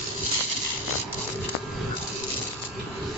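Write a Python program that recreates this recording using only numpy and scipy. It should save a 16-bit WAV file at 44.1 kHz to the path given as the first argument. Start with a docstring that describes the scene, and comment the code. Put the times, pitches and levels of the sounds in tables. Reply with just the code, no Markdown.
"""A handheld laser cleaner strips a steel plate close by, while an extractor fan hums throughout.
From the start its mirror buzzes, sweeping the beam to and fro, and the coating hisses and spits.
From 0.3 s some sweeps pop in the left microphone alone, probably glints off the plate. The tool's guide
rubs at 1.2 s. After 1.6 s the hiss sinks, and one of a few soft rumbles passes. Near 1.9 s the guide
rubs again, and the hiss returns with more spits and pops before thinning out after 2.7 s."""
import sys
import numpy as np
from scipy import signal
from scipy.fft import rfft, irfft, next_fast_len
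from scipy.io import wavfile
from scipy.ndimage import uniform_filter1d, map_coordinates

SR = 44100
rng = np.random.default_rng(int(sys.argv[2]) if len(sys.argv) > 2 else 0)


def to_wav(sig):
    """Store sig (one row per channel, or 1-D mono) as 16-bit WAV at the path in sys.argv[1].

    Samples outside -1..1 are clipped; the rate is SR.
    """
    pcm = np.clip(np.atleast_2d(sig), -1, 1) * 32767
    pcm = np.round(pcm).astype(np.int16)
    wavfile.write(sys.argv[1], SR, pcm.T)  # frames by channels


N = 139797
T = np.arange(N) / SR
SWEEP_HZ = 67.2

# how hard the coating burns: (time [s], hiss level [dB], body level before stretching [dB])
BURN_LEVELS = [(0.0, -36.5, -38), (0.04, -34.5, -47.5), (0.15, -40.5, -45.5), (0.23, -31, -41),
               (0.305, -29.5, -39), (0.318, -26.5, -35), (0.41, -28, -29.5), (0.465, -35.5, -41),
               (0.53, -29.5, -34.5), (0.6, -33, -39), (0.66, -33, -33.5), (0.77, -37.5, -35),
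               (0.82, -40.5, -39.5), (0.91, -32.5, -34.5), (0.96, -32, -44), (1.025, -34, -34),
               (1.05, -44.5, -47), (1.12, -57.5, -39), (1.19, -34.5, -43.5), (1.31, -38, -41.5),
               (1.39, -48.5, -53), (1.45, -39, -34), (1.52, -42, -44), (1.545, -37.5, -41),
               (1.6, -49.5, -63), (1.91, -54, -39.5), (1.97, -37.5, -56), (2.21, -38.5, -57),
               (2.32, -32.5, -53), (2.42, -32, -44), (2.58, -46, -45.5), (2.64, -35, -49), (2.74, -53, -71),
               (2.8, -51, -35.5), (2.92, -60, -35), (3.17, -42, -45)]
# tone colour of the bright hiss, then of its lower body: (frequency [Hz], level [dB])
HISS_COLOUR = [(300, -28), (1000, -23), (2250, -10), (2600, -7), (3100, -4), (3350, -3.5), (3650, -2),
               (4300, 4), (4700, 2.5), (5350, 0.5), (5800, -1.5), (6300, 1), (6850, 1), (7150, 1.5),
               (7600, -0.5)]
BODY_COLOUR = [(200, -8.5), (600, -14), (1000, -0.5), (1600, -8), (2000, 1.5), (2400, 2), (3050, 5.5),
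               (3500, 6), (7600, -20)]
# flutter of the hiss: (time [s], once-a-sweep depth [dB], twice-a-sweep depth before scaling [dB])
FLUTTER_DEPTHS = [(0, 3, 3.5), (.8, -2.5, 2.5), (1.3, -0.5, 3), (1.9, 4, 7), (2.25, 0.5, -9),
                  (2.7, 2.5, 2.5)]
# a narrow ringing in the hiss: (time [s], level against the hiss level [dB])
RING_LEVEL = [(1.9, -20), (2.25, -6), (2.46, -9), (2.6, -10)]
# flakes bursting off: (time [s], level [dB], length [s], left minus right [dB])
FLAKE_BURSTS = [(.312, -28, .02, 0), (1.1265, -24.5, .009, 0), (1.1425, -24.5, .006, 0),
                (1.275, -25.5, .005, 0), (1.357, -32, .006, 0), (1.4895, -22.5, .007, -2),
                (2.073, -29.5, .014, 1), (2.236, -24.5, .006, 1), (2.266, -30, .005, 6),
                (2.281, -30, .006, 7), (2.361, -31, .016, 0), (2.414, -29.5, .006, 8),
                (2.618, -33.5, .018, 0), (2.648, -31, .014, 3)]
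# tone colour of a burst: (frequency [Hz], level [dB])
SPIT_COLOUR = [(300, -22), (2200, -13), (3400, -8), (4400, 1), (5600, -3), (7500, 1), (8200, -60)]
# single pops: (time [s], strength [dB], width [ms])
SINGLE_POPS = [(0.393, -18, 0.42), (0.4094, -10.5, 0.26), (0.8818, -12, 0.4), (.897, -12, 0.65),
               (0.9096, -11, 0.22), (0.9253, -13, 0.5), (0.9274, -13, 0.24), (0.9406, -14, 0.35),
               (.942, -13, 0.18), (0.951, -18, .45), (0.9559, -9.5, 0.55), (.9843, -18, .4),
               (1.2775, -17, 0.35), (1.2918, -14, 0.23), (1.301, -16, .25), (1.492, -13.5, 0.25),
               (1.5514, -4.3, 0.41), (1.5512, -15, 1.3), (1.5662, -12, 0.34), (2.415, -19.5, .4),
               (2.533, -13.5, 0.097), (2.638, -13.5, 0.17)]
# runs of small pops: (start [s], end [s], strength [dB])
GLINT_RUNS = [(0.303, .44, -22), (1.181, 1.59, -24.5), (2.222, 2.497, -27.5)]
# tones in the mirror's buzz: (multiple of the sweep rate, level [dB])
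BUZZ_TONES = [(6, -50), (16, -56), (18, -50.5), (20, -51), (22, -59), (24, -52), (26, -58), (33, -60),
              (40, -61)]
# how the buzz swells and fades: (time [s], gain [dB])
BUZZ_GAIN = [(0, -11), (.6, -14), (1.3, -5), (1.85, 1), (2.1, -6), (3.1, -1.5)]
# where the buzz sits: (frequency [Hz], left minus right [dB])
BUZZ_SIDE = [(1100, -5), (1600, 7.5), (2300, -6.5), (2700, 0.5)]
# rubs of the guide: (time [s], level [dB], half length [s], pitch [Hz], left minus right [dB])
GUIDE_RUBS = [(1.2, -39, .03, 1100, -1), (1.925, -34, .032, 1530, 6)]
# soft rumbles: (time [s], level [dB], half length [s])
LOW_RUMBLES = [(0.233, -38, 0.042), (1.19, -37, 0.034), (1.436, -33.5, 0.049), (1.82, -37, 0.067)]
# how loud the fan hums: (time [s], level [dB])
FAN_LEVEL = [(0.0, -36.5), (0.25, -36), (0.57, -46), (0.91, -36), (1.08, -37.5), (1.19, -35.5),
             (1.62, -38.5), (1.77, -32.5), (1.84, -29), (1.91, -30), (1.97, -37.5), (2.14, -35),
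             (2.25, -37.5), (2.69, -41), (2.81, -32), (2.85, -36), (3.05, -32.5), (3.17, -35)]
# pitches at which the duct rings: (frequency [Hz], width [Hz], level [dB])
DUCT_RESONANCES = [(74, 22, -6), (117, 28, -1.5), (155, 40, -7), (202, 26, -8.5), (243, 25, -9),
                   (298, 14, -7.5), (389, 30, -1.5), (426, 22, -5.5)]
# the fan's whine: (frequency [Hz], level [dB])
WHINE_TONES = [(1002, -56), (2336, -66), (2671, -63)]
# air rushing into the hose: (frequency [Hz], level [dB])
AIR_COLOUR = [(20, 0.5), (50, 6), (300, 9), (480, 2), (600, 1.5), (950, 6), (1400, 2), (2000, -3),
              (2700, -3), (3600, -7.5), (4700, -5.5), (5600, -12.5), (7600, -12)]
# where that air sits: (frequency [Hz], left minus right [dB])
AIR_BALANCE = [(150, -0.5), (1000, -4), (2000, -0.5), (4000, -7.5), (7500, -10.5)]
# how alike left and right are: (frequency [Hz], likeness [1 = same, 0 = unrelated])
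HISS_LIKENESS = [(500, 0.37), (1000, -0.12), (2000, -0.0069), (4000, -0.14)]
HUM_LIKENESS = [(40, 0.35), (130, 1), (450, 0.75)]
AIR_LIKENESS = [(100, 1), (500, 0.93), (1000, 0), (2000, 0), (7000, 0.47)]


def hiss(bare_db=-50, typical_db=-34, body_stretch=1.45, ring_hz=2582):
    """The coating boils off, fluttering with the sweep; it dies away where the metal is already bare."""
    hiss_db, body_db = curves(BURN_LEVELS)
    once_db, twice_db = curves(FLUTTER_DEPTHS)
    sweep = 2 * np.pi * SWEEP_HZ * T + 2 * wobble(7)
    sweep_db = once_db * np.cos(sweep) + 0.35 * twice_db * np.cos(2 * sweep)
    each_side_db = 1.66 * np.array([wobble(90), wobble(90)])
    flicker_db = 1.03 * wobble(40.45) + 1.3 * wobble(500)
    flutter = unit(amp(sweep_db + flicker_db + each_side_db))
    burning = 1 / (1 + amp(2 * (bare_db - hiss_db)))  # closes as the hiss falls below bare_db
    noise = lambda colour: rush(colour, HISS_LIKENESS, patchy_db=1.9)
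    top = amp(hiss_db + 8.5) * noise(shape(HISS_COLOUR))
    body = amp(typical_db + 2 + body_stretch * (body_db - typical_db)) * noise(shape(BODY_COLOUR))
    ring = amp(hiss_db + curves(RING_LEVEL)[0]) * noise(band(ring_hz, width_hz=120))
    side_db = -.3 + 0.027 * (hiss_db - typical_db)  # slightly right, nearer the centre when louder
    return burning * flutter * (top + body + ring) * pan(side_db)


def bench_bounce(sound, delay_ms=1.045, sway_ms=0.055, share=.45):
    """The hiss also bounces off the bench; the path sways with the hand, so the colour shifts."""
    late = lambda side: np.interp(T - (delay_ms + sway_ms * wobble(3)) / 1000, T, side)
    echo = np.array([late(side) for side in sound])
    return (sound + share * echo) / np.hypot(1, share)


def lulls(depth_db=-6, length_s=.011):
    """A gain that makes the hiss catch for a moment just before a flake bursts."""
    near = sum(bell(time - length_s / 2, length_s) for time, *_ in FLAKE_BURSTS)
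    return amp(depth_db * np.minimum(near, 1))


def spits(attack_s=.0007):
    """Thicker flakes burst in sharp puffs of a few milliseconds."""
    level = np.zeros((2, N))
    for time, db, length, side_db in FLAKE_BURSTS:
        rise = 1 - np.exp(-np.maximum(T - time, 0) / attack_s)
        level += amp(db) * pan(side_db) * rise * bell(time, length)
    return level * rush(shape(SPIT_COLOUR), HISS_LIKENESS, patchy_db=2)


def pops(tip_db=-8, swing_hz=198.5, damping=1.9):
    """Each glint pushes the left microphone: a round bump with a sharp tip, then a swing below rest."""
    push = glints()
    for time, db, width_ms in SINGLE_POPS:
        distance = 2 * np.abs(T - time) / (width_ms / 1000)
        push += amp(db) * (np.exp(-distance ** 2) + amp(tip_db) * np.exp(-distance))
    swing_back = lambda hz: -hz ** 2 / (swing_hz ** 2 - hz ** 2 + 1j * damping * swing_hz * hz)
    return np.array([filtered(push, swing_back), np.zeros(N)])


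def glints(scatter_db=5, dull_above_hz=250):
    """Runs of small, dull pushes of random size, one each sweep."""
    push = np.zeros(N)
    for start, end, db in GLINT_RUNS:
        at = (np.arange(start, end, 1 / SWEEP_HZ) * SR).astype(int)
        push[at] = amp(db + scatter_db * np.clip(rng.standard_normal(len(at)), -2, 2))
    return signal.lfilter([1], [1, -np.exp(-2 * np.pi * dull_above_hz / SR)], push)


def mirror():
    """The swinging mirror buzzes at whole multiples of its sweep rate."""
    buzz = sum(tone(k * SWEEP_HZ, db) * pan(along(BUZZ_SIDE, k * SWEEP_HZ)) for k, db in BUZZ_TONES)
    return buzz * amp(curves(BUZZ_GAIN)[0])


def guide_rubs(width_hz=330):
    """The tool's guide rubs briefly on the plate."""
    sound = np.zeros((2, N))
    for time, db, half_length, hz, side_db in GUIDE_RUBS:
        friction = rush(band(hz, width_hz), AIR_LIKENESS, patchy_db=-5.5)
        sound += amp(db) * bell(time, half_length) * pan(side_db) * friction
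    return sound


def rumbles(centre_hz=115, width_hz=70):
    """Soft low rumbles, probably the hand and hose shifting."""
    level = sum(amp(db) * bell(time, half_length) for time, db, half_length in LOW_RUMBLES)
    return level * rush(band(centre_hz, width_hz), HUM_LIKENESS, patchy_db=0)


def fan(air_db=-39.5, air_follows=0.48):
    """The extractor's duct hums; rushing air and a faint whine partly follow the hum's level."""
    def duct(hz):
        peaks = (amp(db) * hz * width / (centre ** 2 - hz ** 2 + 1j * hz * width)
                 for centre, width, db in DUCT_RESONANCES)
        return np.sqrt(sum(np.abs(peak) ** 3 for peak in peaks))

    level_db, = curves(FAN_LEVEL)
    hum = amp(level_db - 1) * rush(duct, HUM_LIKENESS, patchy_db=-2.5)
    air = rush(shape(AIR_COLOUR), AIR_LIKENESS, patchy_db=3.5)
    air = filtered(air, lambda hz: pan(along(AIR_BALANCE, hz)))
    whine = sum(tone(hz, db) for hz, db in WHINE_TONES)
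    swell = amp(air_follows * (level_db - level_db.mean()))
    return hum + swell * (amp(air_db) * air + whine)


def rush(colour, likeness, patchy_db):
    """Stereo noise of strength 1, with random louder and softer patches across pitch and time."""
    spectrum = signal.stft(rng.standard_normal((2, N)), nperseg=512)[2]
    patches = uniform_filter1d(rng.standard_normal(spectrum.shape), size=4, axis=1)
    patches = uniform_filter1d(patches, size=20, axis=2)
    pair = signal.istft(spectrum * amp(patchy_db * unit(patches)), nperseg=512)[1][:, :N]
    angle = lambda hz: np.arccos(np.clip(along(likeness, hz), -1, 1)) / 2  # 0 makes both sides the same
    mid, side = filtered(pair, lambda hz: colour(hz) * np.array([np.cos(angle(hz)), np.sin(angle(hz))]))
    return unit(np.array([mid + side, mid - side]))


def tone(hz, db, waver_db=1.8, drift_rad=.5):
    """A pure tone that wavers a little in level and phase at each microphone."""
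    phase = 2 * np.pi * hz * T + rng.uniform(0, 2 * np.pi)
    one_side = lambda: amp(db + waver_db * wobble(4)) * np.sin(phase + drift_rad * wobble(4.32))
    return np.sqrt(2) * np.array([one_side(), one_side()])


def filtered(sound, response):
    """Turn each frequency up or down by response(hz)."""
    size = next_fast_len(N + SR // 2)
    return irfft(rfft(sound, size) * response(np.fft.rfftfreq(size, 1 / SR)), size)[..., :N]


def shape(points):
    """A filter response from (frequency [Hz], level [dB]) points."""
    return lambda hz: amp(along(points, hz))


def band(centre_hz, width_hz):
    """A filter response that keeps only the sound near one pitch."""
    return lambda hz: 1 / (1 + ((hz - centre_hz) / width_hz) ** 4)


def along(points, hz):
    """Read between (frequency [Hz], value) points, with octaves evenly spaced."""
    frequencies, values = np.transpose(points)
    return np.interp(np.log(hz + 1), np.log(frequencies + 1), values)


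def curves(rows):
    """One value per sample for each column after the time."""
    times, *columns = np.transpose(rows)
    return [np.interp(T, times, column) for column in columns]


def bell(time, half_length):
    """A smooth rise to 1 and fall again around a moment."""
    return np.exp(-((T - time) / half_length) ** 2)


def wobble(rate):
    """A smooth curve through `rate` random points a second."""
    return map_coordinates(rng.standard_normal(1024), [T * rate], mode="wrap")


def pan(side_db):
    """Left and right gains; positive leans left."""
    return amp(np.array([[.5], [-.5]]) * side_db)


def amp(db):
    """Turn decibels into a gain to multiply by."""
    return 10 ** (np.asarray(db) / 20)


def unit(x):
    """Scale to an average strength (rms) of 1."""
    return x / np.sqrt(np.mean(x ** 2) + 1e-20)


def scene():
    """Tool and fan together."""
    return lulls() * bench_bounce(hiss()) + spits() + pops() + guide_rubs() + rumbles() + mirror() + fan()


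def record(dry):
    """Cut away nearly all the treble above 7.6 kHz."""
    return filtered(dry, lambda hz: amp(np.interp(hz, [7560, 7720, 8700, 9000], [0, -32, -60, -120])))


dry = scene()
out = record(dry)
to_wav(out)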